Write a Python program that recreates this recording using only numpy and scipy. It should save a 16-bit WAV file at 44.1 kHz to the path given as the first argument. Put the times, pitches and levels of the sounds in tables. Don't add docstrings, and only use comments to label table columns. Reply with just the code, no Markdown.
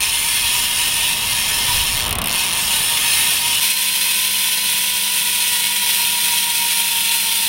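import sys
import numpy as np
from scipy import signal
from scipy.fft import rfft, irfft, next_fast_len
from scipy.io import wavfile
from scipy.ndimage import uniform_filter1d

SR = 44100
rng = np.random.default_rng(int(sys.argv[2]) if len(sys.argv) > 2 else 0)


def int16_out(signal):
    q = np.round(np.clip(np.atleast_2d(signal).T, -1, 1) * 32767)
    wavfile.write(sys.argv[1], SR, q.astype(np.int16))


N = 329868
T = np.arange(N) / SR
FFT_SIZE = next_fast_len(N + SR // 2, True)
HZ = np.fft.rfftfreq(FFT_SIZE, 1 / SR)
TEETH_PER_TURN, COAST_START_S = 148, 3.6

# time in seconds, teeth per second.
SWING_RATE = [(0.0, 214), (0.13, 220), (0.3, 345.0), (0.42, 240.0), (0.8, 245.0), (1.08, 346),
              (1.18, 195.0), (1.3, 280), (1.42, 191), (1.62, 254), (1.84, 240), (1.97, 142), (2.19, 31.0),
              (2.29, 96), (2.4, 240.0), (2.51, 157), (2.63, 277), (3.07, 323), (3.2, 440.0), (3.42, 297),
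              (3.52, 315.0), (3.6, 220)]
# time in seconds, gain in dB.
PAWL_GAIN = [(0, 1), (.18, 2.5), (.4, 0), (1.0, 0.5), (1.4, -1), (2.3, -1), (2.85, 0.5), (3.6, -1)]
# peak time in seconds, half length in seconds,
# centre in Hz, half width in Hz, lift in dB.
MODE_FLARES = [(.56, 0.019, 965, 110, 12), (1.66, .13, 1813, 49.7, 8), (1.70, .03, 965, 110, 12.5),
               (3.25, .4, 12630, 220.3, 5), (3.481, 0.035, 965, 110, 7)]
# time in seconds, relative force in dB.
PAWL_DROPS = [(2.0662, -7), (2.079, -7), (2.092, -5.5), (2.1083, -2.5), (2.127, -2.5), (2.153, -5.5),
              (2.185, -4), (2.2162, -4), (2.2408, -4.5), (2.258, -5), (2.2714, -3), (2.2822, -4)]
# frequency in Hz, gain in dB.
FAR_COLOUR = [(150, -21.5), (500, -45.5), (800, -24), (1200, -18), (1550, -19), (2100, -9.5), (2700, 2.5),
              (3300, -1), (4600, -5.5), (5600, -5), (7600, -7.5), (9400, 4), (11500, -1), (15500, -1.5)]
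NEAR_COLOUR = [(150, -48), (500, -20), (750, -18.5), (1050, -14), (1300, -17.5), (1700, -12), (2500, 0),
               (3300, 2.5), (4700, -6), (5600, -3), (7400, -10.5), (9300, -7.5), (12500, -4), (15500, -4)]
# centre in Hz, width in Hz, lift in dB.
FAR_RESONANCES = [(941.6, 48, 16), (1240, 22, 9), (1504, 29, 12), (1734, 145, 10.5), (1840, 38, 10.5),
                  (2113, 32, 13), (2500, 17, -3.5), (2532, 6.7, 14.5), (3270, 25, 11.5), (3500, 14, 8),
                  (3840, 43, 5), (4195, 110, 4.5), (5240, 45, 9), (5465, 170, 5), (7030, 56, 3),
                  (8750, 130, 7.5), (9380, 330, 3.5), (10000, 240, 4), (12500, 160, -3), (13900, 240, 4)]
NEAR_RESONANCES = [(935.4, 67, 12.1), (1460, 280, 5), (1808, 46, 7.7), (1943, 19, 8.5), (2205, 13, 10.3),
                   (2160, 40, 1.1), (2572, 40, 7.3), (3210, 60, 3.6), (3466, 18, 8.3), (3970, 69, 3.9),
                   (4165, 78, 9.3), (4930, 190, 5.8), (5540, 94, 2.2), (6020, 187, 2.8), (9100, 970, 5.1),
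                   (14300, 250, 1.5)]
# time in seconds, base rumble level in dB, base background level in dB.
RUMBLE_AND_BACKGROUND = [(0.2, -42.5, -46.5), (1.59, -39, -42.5), (1.75, -31, -41.5), (1.93, -36, -43.5),
                         (2.09, -31, -37), (2.23, -32.5, -35.5), (2.41, -49, -42.5), (2.6, -39.5, -41.5),
                         (3.55, -56, -45)]
# frequency in Hz, relative density in dB.
RUMBLE_SPECTRUM = [(12, -28), (22, 2.5), (45, -4.5), (70, -4.5), (100, -5), (135, -7), (220, -28),
                   (400, -39)]
BACKGROUND_SPECTRUM = [(60, -6), (150, 7.5), (220, 5.5), (350, -2.5), (800, 3), (1120, 6.5), (1500, -5.5),
                       (3200, -0.5), (5500, -27), (15000, -42)]
CALM_SPECTRUM = [(12, -42), (20, -8), (145, -4), (193, -3), (254, -13), (317, -7.5), (370, -22),
                 (450, -5.5), (580, -35), (990, -120)]
# frequency in Hz, rms level in dB.
FAR_HUM_LINES = [(70, -48.5), (414, -55.5)]
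NEAR_HUM_LINES = [(199.2, -47), (312.2, -61.5), (597.5, -58.5)]


def cranked_buzz():
    tooth_hz = curve(SWING_RATE)
    hand_tremor = .025 * drift(14)
    blows = tooth_blows(tooth_hz * (1 + hand_tremor), jitter_s=.00008, uneven_db=1, wear_db=-.5)
    blows *= (T < PAWL_DROPS[0][0] - .005) | (T > PAWL_DROPS[-1][0] + .005)
    buzz = hub(blows, FAR_COLOUR, FAR_RESONANCES, push_hz=1300, push_db=5.5,
               chatter_s=.0018, ring_s=.01, ring_db=-1, treble_ring_db=-7)
    buzz = pawl_travel(buzz, depth_db=2.6)
    doublings = np.log2(tooth_hz / 250)
    buzz = balance(buzz, shell_db=-21 + 1.2 * doublings,
                   pawl_db=-24.5 + 3 * doublings + curve(PAWL_GAIN), sizzle_db=-28 + 2.5 * doublings)
    buzz *= gain_of(.8 * drift(5.5))
    return flares(frame_ring(buzz, level_db=-36.5))


def coasting_buzz():
    start_hz, drag_per_s = 515.3, .0305
    tooth_hz = start_hz * np.exp(-drag_per_s * (T - COAST_START_S))
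    turns = (start_hz - tooth_hz) / drag_per_s / TEETH_PER_TURN
    flutter = .006 * drift(30)
    blows = tooth_blows(tooth_hz * (1 + flutter), jitter_s=.00003, uneven_db=2.28, wear_db=.5)
    blows *= T > COAST_START_S
    buzz = hub(blows, NEAR_COLOUR, NEAR_RESONANCES, push_hz=1600, push_db=3,
               chatter_s=.0011, ring_s=.012, ring_db=3, treble_ring_db=.5)
    buzz = pawl_travel(buzz, depth_db=1.67)
    buzz = balance(buzz, shell_db=-23.5, pawl_db=-25.5, sizzle_db=-28)
    wobble_db = .3 * np.cos(2 * np.pi * (turns - .95))
    buzz *= gain_of(wobble_db + .5 * drift(5.6))
    frame_hz, half_width_hz = 944.5, 24
    in_tune = 1 / (1 + ((2 * tooth_hz - frame_hz) / half_width_hz) ** 2)
    swell_db = 5.5 + 4.5 * np.cos(4 * np.pi * (turns - .11))
    return frame_ring(buzz, level_db=-38.5 + in_tune * swell_db)


def single_clicks(rms_db):
    time_s, force_db = np.transpose(PAWL_DROPS)
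    blows = np.bincount(np.round(time_s * SR).astype(int), gain_of(force_db), N)
    clicks = hub(blows, FAR_COLOUR, FAR_RESONANCES, push_hz=1300, push_db=4,
                 chatter_s=.002, ring_s=.0061, ring_db=6, treble_ring_db=-11)
    return gain_of(rms_db) * unit_rms(clicks)


def tooth_blows(tooth_hz, jitter_s, uneven_db, wear_db):
    onsets = np.flatnonzero(np.diff(np.floor(np.cumsum(tooth_hz) / SR)))
    lag, force = rng.standard_normal((len(onsets), 2)).T
    wear = rng.standard_normal(TEETH_PER_TURN)[np.arange(len(onsets)) % TEETH_PER_TURN]
    strength = unit_rms(gain_of(uneven_db * force + wear_db * wear)) * np.sqrt(SR / tooth_hz[onsets])
    jittered = np.round(onsets + jitter_s * SR * lag).astype(int)
    return np.bincount(np.clip(jittered, 0, N - 1), strength, N)


def hub(blows, colour, modes, push_hz, push_db, chatter_s, ring_s, ring_db, treble_ring_db):
    low_share = 1 / (1 + (HZ / push_hz) ** 4)
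    push = shaped(blows, gain_of(push_db) * np.sqrt(low_share))
    chatter = shaped(rattle(blows, rise_s=.00053, decay_s=chatter_s), np.sqrt(1 - low_share))
    tilt_db = spectrum_db([(3500, ring_db), (7000, treble_ring_db)], HZ)
    ring = shaped(rattle(blows, rise_s=.004, decay_s=ring_s), gain_of(tilt_db))
    hz = abs(np.fft.fftfreq(8192, 1 / SR))
    modes_db = sum(lift / (1 + (2 * (hz - centre) / width) ** 2) for centre, width, lift in modes)
    log_gain = np.log(gain_of(spectrum_db(colour, hz) + modes_db))
    body = np.fft.ifft(np.exp(np.conj(signal.hilbert(log_gain)))).real[:4096]
    return signal.oaconvolve(push + chatter + ring, body)[:N]


def rattle(blows, rise_s, decay_s):
    t = T[:6000]
    burst = (1 - np.exp(-t / rise_s)) ** 2 * np.exp(-2 * t / decay_s)
    power = signal.oaconvolve(blows ** 2, burst / burst.sum())[:N]
    return np.sqrt(abs(power)) * rng.standard_normal(N)


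def pawl_travel(buzz, depth_db):
    hz, _, frames = signal.stft(buzz, SR, nperseg=512, noverlap=384)
    patches = unit_rms(uniform_filter1d(rng.standard_normal(frames.T.shape), size=40, axis=0)).T
    upper = np.clip(hz / 2500, 0, 1)[:, None] ** 2
    return signal.istft(frames * gain_of(depth_db * upper * patches), nperseg=512, noverlap=384)[1][:N]


def balance(buzz, shell_db, pawl_db, sizzle_db):
    below_pawls = 1 / (1 + (HZ / 7800) ** 16)
    below_sizzle = 1 / (1 + (HZ / 10800) ** 24)
    shell = shaped(buzz, below_pawls) / band_rms(buzz, 1500, 6000)
    pawls = shaped(buzz, below_sizzle - below_pawls) / band_rms(buzz, 8300, 10800)
    sizzle = shaped(buzz, 1 - below_sizzle) / band_rms(buzz, 10800, 15500)
    return gain_of(shell_db) * shell + gain_of(pawl_db) * pawls + gain_of(sizzle_db) * sizzle


def frame_ring(buzz, level_db):
    ring = shaped(buzz, np.exp(-((HZ - 965) / 125) ** 4))
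    running_rms = np.sqrt(np.maximum(uniform_filter1d(ring ** 2, 9000), np.mean(ring ** 2) / 3))
    return buzz + ring * (gain_of(level_db) / running_rms - 1)


def flares(buzz):
    return buzz + sum(shaped(buzz, bell(HZ, hz, half_hz)) * (gain_of(db * bell(T, peak_s, half_s)) - 1)
                      for peak_s, half_s, hz, half_hz, db in MODE_FLARES)


def wind():
    rumble_db = curve(RUMBLE_AND_BACKGROUND)
    rumble = gain_of(rumble_db - .5 + drift(5)) * noise(RUMBLE_SPECTRUM, 20, 110)
    boom_db = -31 + 2.7 * (rumble_db - rumble_db.max())
    boom = gain_of(boom_db) * unit_rms(shaped(rng.standard_normal(N), bell(HZ, 68, 22)))
    return rumble + boom


def background():
    return gain_of(curve(RUMBLE_AND_BACKGROUND, column=2) + 1) * noise(BACKGROUND_SPECTRUM, 250, 750)


def calm_air(level_db):
    return gain_of(level_db) * noise(CALM_SPECTRUM, 20, 237)


def hum(lines, waver_rad):
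    return sum(np.sqrt(2) * gain_of(db) * np.sin(2 * np.pi * hz * T + waver_rad * drift(13))
               for hz, db in lines)


def noise(spectrum, lo_hz, hi_hz):
    x = shaped(rng.standard_normal(N), gain_of(spectrum_db(spectrum, HZ)))
    return x / band_rms(x, lo_hz, hi_hz)


def drift(rate_hz):
    return unit_rms(shaped(rng.standard_normal(N), bell(HZ, 0, rate_hz)))


def curve(rows, column=1):
    rows = np.array(rows)
    return np.interp(T, rows[:, 0], rows[:, column])


def spectrum_db(points, hz):
    point_hz, db = np.transpose(points)
    return np.interp(np.log(hz + 1), np.log(point_hz + 1), db)


def shaped(x, gain):
    return irfft(rfft(x, FFT_SIZE) * gain, FFT_SIZE)[:N]


def band_rms(x, lo_hz, hi_hz):
    return shaped(x, (HZ > lo_hz) & (HZ < hi_hz)).std()


def bell(x, centre, half_width):
    return np.exp(-((x - centre) / half_width) ** 2)


def unit_rms(x):
    return x / np.sqrt(np.mean(x ** 2) + 1e-20)


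def gain_of(db):
    return 10 ** (np.asarray(db) / 20)


def scene():
    far = cranked_buzz() + single_clicks(rms_db=-37)
    far += wind() + background() + hum(FAR_HUM_LINES, waver_rad=.6)
    near = coasting_buzz() + calm_air(level_db=-48.5) + hum(NEAR_HUM_LINES, waver_rad=.25)
    return np.tile(np.where(T < COAST_START_S, far, near), (2, 1))


def record(dry):
    low_cut = signal.butter(2, 15, "highpass", fs=SR, output="sos")
    band_limit = signal.firwin(601, 15900, window=("kaiser", 9), fs=SR)
    return signal.oaconvolve(signal.sosfilt(low_cut, dry), band_limit[None], "same")


dry = scene()
out = record(dry)
int16_out(out)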